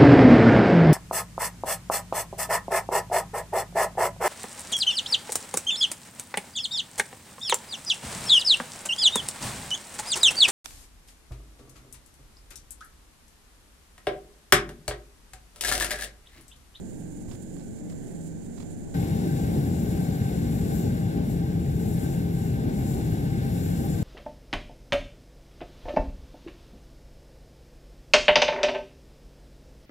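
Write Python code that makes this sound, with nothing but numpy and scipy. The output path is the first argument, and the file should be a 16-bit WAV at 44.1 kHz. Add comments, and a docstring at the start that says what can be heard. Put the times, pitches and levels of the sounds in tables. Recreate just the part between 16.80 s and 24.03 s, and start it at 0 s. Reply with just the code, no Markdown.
"""A gas burner fires into a small furnace in a backyard workshop while a sand mould is packed by hand.
At first resonances and a repeating delay make filtered noise a faint, hollow, humming drone, with a thin
sputtering hiss on the right; gritty noise bursts and dull damped sines are light scuffs and thumps at the bench.
Then, all at once, chamber-coloured noise roars close and steady, with a tube's rush and airy note,
and a gas hiss, made of wavering noise bands, holds level and then swells and sinks on the left."""
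import sys
import numpy as np
from scipy import signal
from scipy.fft import rfft, irfft, next_fast_len
from scipy.io import wavfile
from scipy.ndimage import uniform_filter1d

SR = 44100
rng = np.random.default_rng(int(sys.argv[2]) if len(sys.argv) > 2 else 0)


def file_out(sig):
    """Save sig as 16-bit WAV at sys.argv[1]."""
    # one column per channel
    cols = np.atleast_2d(sig).T
    # limit, then scale
    lim = np.clip(cols, -1, 1)
    pcm = np.round(lim * 32767).astype(np.int16)
    wavfile.write(sys.argv[1], SR, pcm)


N = 318843

# Spectra of the faint drone, its thin hiss and the sizzle on top: (frequency [Hz], relative density [dB per Hz])
DRONE_SPECTRUM = [(15, -3), (50, -10), (90, -4), (175, -2), (310, -4), (420, -11), (600, -18), (820, -23),
                  (1020, -36), (1330, -40.5), (1700, -35), (2150, -36.5), (2600, -45.5), (5000, -50.5),
                  (16000, -53)]
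THIN_HISS_SPECTRUM = [(1000, -32), (2000, -19.5), (2600, -17), (4000, -16.5), (5600, -16.5), (6500, -7),
                      (7250, 1.5), (7700, -5.5), (8300, -12), (10000, -34), (16000, -36)]
SIZZLE_SPECTRUM = [(6000, -27), (7800, -8), (9400, 0), (10100, -4.5), (11100, -15), (12100, -10.5),
                   (13600, -18), (16000, -21)]
# Resonances that hum in the faint drone: (frequency [Hz], width [Hz], lift [dB])
DRONE_RESONANCES = [(92, 16, 2), (161, 7.2, 4), (183, 9.6, 2), (229, 15, 4), (307, 9, 2), (1546, 180, 8.5)]
# Nearly steady tones in the faint drone: (frequency [Hz], mean level [dB])
HUM_TONES = [(164, -48), (187, -50)]
# Soft thumps on the bench: (time [s], level before the soft onset [dB], pitch [Hz], decay by 60 dB [s])
THUMPS = [(.482, -24, 70, .045), (0.538, -25, 130, 0.047)]
# Hands scuffing on the mould: (time [s], level before onset and grit [dB], fade length [s])
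SCUFFS = [(0.48, -51, .012), (0.509, -49.5, 0.011), (0.529, -53, 0.011), (0.547, -55, .01),
          (0.763, -54, 0.0073), (0.789, -57.5, 0.023), (1.093, -52, 0.013), (1.119, -57, .01),
          (1.772, -49.5, 0.011), (1.796, -50, 0.015), (1.821, -54.5, 0.013)]
# Spectrum of a scuff: (frequency [Hz], relative density [dB per Hz])
SCUFF_SPECTRUM = [(300, 5.5), (900, 7), (2000, -2.5), (4000, -1.5), (7000, -3), (10000, -13), (16000, -17)]
# Spectra of the combustion roar and the deep rumble under it: (frequency [Hz], relative density [dB per Hz])
ROAR_SPECTRUM = [(60, -30), (90, -9.5), (115, -2.5), (160, -3.5), (250, -11), (310, -13.5), (420, -17.5),
                 (520, -22.5), (700, -29), (860, -31), (1000, -42.5), (1300, -48.5), (3000, -57)]
RUMBLE_SPECTRUM = [(12, -20), (20, -33), (35, -17.5), (55, 0), (85, 2), (105, 3), (140, -27), (300, -52.5)]
# Resonances and dips of the furnace chamber: (frequency [Hz], width [Hz], lift [dB])
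CHAMBER_RESONANCES = [(134.4, 4.2, 4.5), (176, 22.6, 5.5), (191.6, 6.6, -7.5), (219.4, 49, 4),
                      (277.6, 9.5, 7), (323.6, 10.4, 7), (351, 10, -6.5), (372.4, 8.8, 6), (414, 12.4, 5.5),
                      (450, 12, 5), (620, 6.9, 4.5), (735.3, 11, 9)]
# Spectrum of the turbulent rush in the burner tube: (frequency [Hz], relative density [dB per Hz])
RUSH_SPECTRUM = [(500, 4.5), (900, 2.5), (1250, -4), (1800, 2.5), (2500, -3.5), (3200, -7), (4200, -3),
                 (6200, -11), (7500, -8), (8800, -17), (10000, -22), (11600, -8), (13500, -46),
                 (16000, -37)]
# Resonances of the burner tube: (frequency [Hz], width [Hz], lift [dB])
TUBE_RESONANCES = [(1546, 120, 13), (1750, 67, 3), (2186, 140, 5), (2804, 140, 6), (3610, 460, 5),
                   (5500, 340, 6)]
# Spectrum of the gas jet's hiss: (frequency [Hz], relative density [dB per Hz])
JET_SPECTRUM = [(2500, -36), (5000, -21), (6300, -10), (6850, -5), (7150, 0.5), (7550, 2), (7900, -4.5),
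                (8300, -9), (9300, -9), (10300, -4.5), (12100, -4), (13000, -2.5), (13500, -5.5),
                (16000, -11)]
# Correlation of roar and rush at the two ears, clipped to -1..1 in use: (frequency [Hz], likeness [ratio])
EAR_LIKENESS = [(40, 4), (130, 1.05), (300, 0.85), (550, 0), (800, 1.7), (1150, 0.5), (1600, 0.89),
                (3000, 0.5), (6000, 0.62), (15000, -2)]
# Excess of the left ear over the right for roar and rush: (frequency [Hz], level difference [dB])
LEFT_EXCESS = [(60, 1), (130, 2.5), (210, 1.5), (400, 3), (800, 3.5), (1500, 2.5), (2700, .5), (15000, 1)]
# Brief flares of the flame: (time [s], lift [dB])
FLARES = [(2.46, 2), (2.77, 4), (4.06, 3.5)]
# Deep rumble under the roar: (time [s], level [dB])
RUMBLE_LEVEL = [(2.15, -34), (2.3, -33), (2.45, -36.5), (2.7, -31), (3.3, -35), (3.8, -31), (4.2, -35),
                (4.9, -31), (5.3, -34), (7.22, -32.5)]
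# Rush of air and gas through the tube, before its flicker: (time [s], level [dB])
RUSH_LEVEL = [(2.2, -48), (2.55, -49.5), (2.95, -51), (3.15, -50), (4.1, -50.5), (4.55, -52), (5.0, -53),
              (5.24, -50.3), (5.5, -52), (6.05, -50.5), (6.6, -49.5), (7.22, -50)]
# Gas jet, before its flicker; steady, then swelling and sinking: (time [s], level [dB])
JET_LEVEL = [(2.15, -51.7), (3.87, -52), (3.97, -46.5), (4.13, -55), (4.43, -58.5), (4.52, -51.5),
             (4.62, -60), (4.85, -58), (5.12, -50.5), (5.32, -52), (5.48, -57), (5.62, -53), (5.87, -58.5),
             (6.11, -48), (6.2, -52), (6.35, -52), (6.57, -56.5), (6.8, -50), (7.22, -51.5)]

CLOSE_FROM_S = 2.1412  # middle of the change from faint to close
RIGHT_LAG_S, WALL_ECHO_S, FLUTTER_S = .00034, .0297, .04269
CUTOFF_HZ = 15750
DRONE_DB, THIN_HISS_DB, SIZZLE_DB = -40.5, -58.5, -64  # before flicker and sputter
HUM_WIDTH_HZ = 2.0  # offset at which the gain has halved
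SINGING_HZ, SINGING_WIDTH_HZ = 789, 13  # width: offset at which the gain has halved
SINGING_DB, SINGING_FOLLOWS = -53, 0.97  # level at mean rush; share of the rush's swing in dB
ROAR_DB, ROAR_SAG_DB_PER_S = -25.5, 0.16  # level at CLOSE_FROM_S, before flares and flicker
FLARE_S = 0.021  # standard deviation of a flare's bell shape

TIME = np.arange(N) / SR
SIZE = next_fast_len(N, True)
HZ = np.maximum(np.fft.rfftfreq(SIZE, 1 / SR), 1)


def from_db(db):
    """An amplitude ratio grows tenfold for every 20 dB."""
    return 10 ** (np.asarray(db) / 20)


def rms_one(x):
    """Normalise power: the mean of the channels gets rms 1."""
    return x / np.sqrt(np.mean(np.atleast_2d(x).mean(axis=0) ** 2) + 1e-20)


def by_time(points):
    """Interpolate a level linearly over time."""
    seconds, level = np.transpose(points)
    return np.interp(TIME, seconds, level)


def by_hz(points):
    """Interpolate a value over the logarithm of frequency."""
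    hz, value = np.transpose(points)
    return np.interp(np.log(HZ), np.log(hz), value)


def colour(spectrum, resonances=()):
    """Resonances add humps or dips, in dB, to a broad source spectrum."""
    gain_db = by_hz(spectrum)
    for hz, width, lift_db in resonances:
        gain_db = gain_db + lift_db / (1 + (2 * (HZ - hz) / width) ** 2)
    return from_db(gain_db)


def delay(seconds):
    """A pure delay turns phase in proportion to frequency."""
    return np.exp(-2j * np.pi * HZ * seconds)


def drift(rate_hz):
    """Low-passed white noise gives a slow random fluctuation of rms 1."""
    spectrum = rfft(rng.standard_normal(SIZE)) / (1 + (HZ / rate_hz) ** 2)
    return rms_one(irfft(spectrum, SIZE)[:N])


def pan(left_db):
    """A level difference between the ears, split evenly, shifts a source sideways."""
    return from_db(np.array([[.5], [-.5]]) * left_db)


def stereo_noise(gain, likeness, left_db):
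    """Common and opposed noise set the correlation of the ears; the right ear lags."""
    mid, side = rfft(rng.standard_normal((2, SIZE)))
    alike = np.clip(likeness, -1, 1)
    common = np.sqrt(1 + alike) * mid
    opposed = np.sqrt(1 - alike) * side * [[1], [-1]]
    ears = (common + opposed) * gain * pan(left_db)
    ears[1] *= delay(RIGHT_LAG_S)
    return rms_one(irfft(ears, SIZE)[:, :N])


def steady(x, span_s):
    """Division by the running rms removes slow swells and keeps fast fluctuation."""
    size = max(int(span_s * SR), 2)
    power = uniform_filter1d(x.mean(axis=0) ** 2, size)
    return x / np.sqrt(uniform_filter1d(power, size) + 1e-12)


def moving_reflection(x, lag_s, sway, reflect):
    """A reflection of drifting delay interferes, so ripples wander through the spectrum."""
    at = np.arange(N)
    ears = []
    for ear in x:
        lag = SR * lag_s * (1 + sway * drift(0.24))
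        ears.append(ear + reflect * np.interp(at - lag, at, ear))
    return np.array(ears)


def faint_furnace(drone_repeat=0.53, hiss_repeat=0.28, flicker_db=1.0, sputter_rate=14,
                  hiss_sputter_db=.7, sizzle_sputter_db=1.9):
    """Delayed feedback combs a wide drone hollow; hiss and sizzle on the right share one fluctuation."""
    hollow = 1 / (1 - drone_repeat * delay(FLUTTER_S))
    flutter = 1 / (1 - hiss_repeat * delay(FLUTTER_S))
    sputter = drift(sputter_rate)
    drone = stereo_noise(colour(DRONE_SPECTRUM, DRONE_RESONANCES) * hollow, likeness=0.062, left_db=-2.1)
    drone = steady(drone, span_s=0.14) * from_db(DRONE_DB)
    hiss = stereo_noise(colour(THIN_HISS_SPECTRUM) * flutter, likeness=0, left_db=-37.0)
    hiss = hiss * from_db(THIN_HISS_DB + hiss_sputter_db * sputter)
    sizzle = stereo_noise(colour(SIZZLE_SPECTRUM) * flutter, likeness=0, left_db=-31.0)
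    sizzle = sizzle * from_db(SIZZLE_DB + sizzle_sputter_db * sputter)
    return drone + (hiss + sizzle) * from_db(flicker_db * drift(32))


def faint_hum(waver_db=1.0):
    """Narrow resonances select nearly steady tones from noise."""
    hum = 0
    for hz, db in HUM_TONES:
        resonance = 1 / (1 + ((HZ - hz) / HUM_WIDTH_HZ) ** 2)
        tone = stereo_noise(resonance, likeness=0.47, left_db=-2.0)
        hum += steady(tone, span_s=0.27) * from_db(db + waver_db * drift(3.2))
    return hum


def thumps(rise_s=0.0022):
    """A hand's impulse sets the bench into a few damped, dull oscillations."""
    out = np.zeros(N)
    for s, db, hz, t60 in THUMPS:
        age = np.maximum(TIME - s, 0)
        decay = from_db(db - 60 * np.minimum(age / t60, 2))
        onset = 1 - np.exp(-age / rise_s)
        out += decay * onset * np.sin(2 * np.pi * hz * age)
    return out * pan(-2.5)


def scuffs(attack_s=0.0043, grit_db=3.5):
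    """Friction of sand and card excites short noise bursts, roughened by rapid level fluctuation."""
    touch = np.zeros(N)
    for s, db, length in SCUFFS:
        age = np.maximum(TIME - s, 0)
        onset = 1 - np.exp(-age / attack_s)
        touch += from_db(db) * onset * np.exp(-(age / length) ** 2 / 2)
    rub = stereo_noise(colour(SCUFF_SPECTRUM), likeness=0, left_db=-12.0)
    return rub * touch * from_db(grit_db * drift(400))


def singing_tube():
    """Turbulence sustains one narrow resonance as an airy note that strengthens with the rush."""
    rush_db = by_time(RUSH_LEVEL)
    swing_db = rush_db - rush_db[TIME > CLOSE_FROM_S].mean()
    detune = (HZ - SINGING_HZ) / SINGING_WIDTH_HZ
    note = stereo_noise(1 / (1 + detune ** 2), likeness=0.83, left_db=0.0)
    return steady(note, span_s=0.33) * from_db(SINGING_DB + SINGING_FOLLOWS * swing_db)


def gas_jet(flicker_db=.5, patchy_db=1.5):
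    """Jet eddies radiate hiss to the left; each half-octave band fluctuates independently."""
    tone = colour(JET_SPECTRUM)
    hiss = 0
    for centre in 2500 * 2 ** (np.arange(7) / 2):
        # overlapping triangles in power on an octave scale
        window = np.sqrt(np.maximum(1 - 2 * np.abs(np.log2(HZ / centre)), 0))
        band = window * tone
        noise = stereo_noise(band, likeness=0.36, left_db=21.0)
        # the norm restores each band's share of the spectrum
        hiss += noise * np.linalg.norm(band) * from_db(patchy_db * drift(9.9))
    hiss = rms_one(moving_reflection(hiss, lag_s=.0035, sway=0.0254, reflect=0.32))
    return hiss * from_db(by_time(JET_LEVEL) + flicker_db * drift(30))


def flame_db():
    """Flame strength is a slowly sagging level plus brief bell-shaped flares."""
    flares = sum(db * np.exp(-((TIME - s) / FLARE_S) ** 2 / 2) for s, db in FLARES)
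    return ROAR_DB - ROAR_SAG_DB_PER_S * (TIME - CLOSE_FROM_S) + flares


def burner(echo=0.22, flicker_db=-0.07, rush_flicker_db=.5, bright_hz=4300, follow=.36):
    """Combustion noise excites the chamber and flow noise the tube; one turbulence modulates roar and rush."""
    wall = 1 + echo * delay(WALL_ECHO_S)
    likeness, left_db = by_hz(EAR_LIKENESS), by_hz(LEFT_EXCESS)
    turbulence = drift(46)

    roar = stereo_noise(colour(ROAR_SPECTRUM, CHAMBER_RESONANCES) * wall, likeness, left_db)
    roar = steady(roar, span_s=0.1) * from_db(flame_db() + flicker_db * turbulence)
    rumble = stereo_noise(colour(RUMBLE_SPECTRUM), likeness=0.92, left_db=3.5)
    rumble = steady(rumble, span_s=.15) * from_db(by_time(RUMBLE_LEVEL))

    rush = stereo_noise(colour(RUSH_SPECTRUM, TUBE_RESONANCES) * wall, likeness, left_db)
    rush = rms_one(moving_reflection(rush, lag_s=.006, sway=0.042, reflect=0.29))
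    # the top of the rush swells and sinks with the gas jet
    top = irfft(rfft(rush, SIZE) / (1 + (bright_hz / HZ) ** 6), SIZE)[:, :N]
    jet_db = by_time(JET_LEVEL)
    rush = rush + top * (from_db(follow * (jet_db - jet_db.mean())) - 1)
    rush = rush * from_db(by_time(RUSH_LEVEL) + rush_flicker_db * turbulence)
    return roar + rumble + rush


def scene():
    """Superpose the sources; the faint group crossfades to the close group within two milliseconds."""
    close = np.clip((TIME - CLOSE_FROM_S) / .002 + .5, 0, 1)
    faint_group = faint_furnace() + faint_hum() + thumps() + scuffs()
    close_group = singing_tube() + gas_jet() + burner()
    return (1 - close) * faint_group + close * close_group


def record(dry):
    """A steep elliptic low-pass removes the top of the spectrum."""
    low_pass = signal.ellip(14, .1, 80, CUTOFF_HZ, fs=SR, output="sos")
    return signal.sosfilt(low_pass, dry)


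dry = scene()
out = record(dry)
file_out(out)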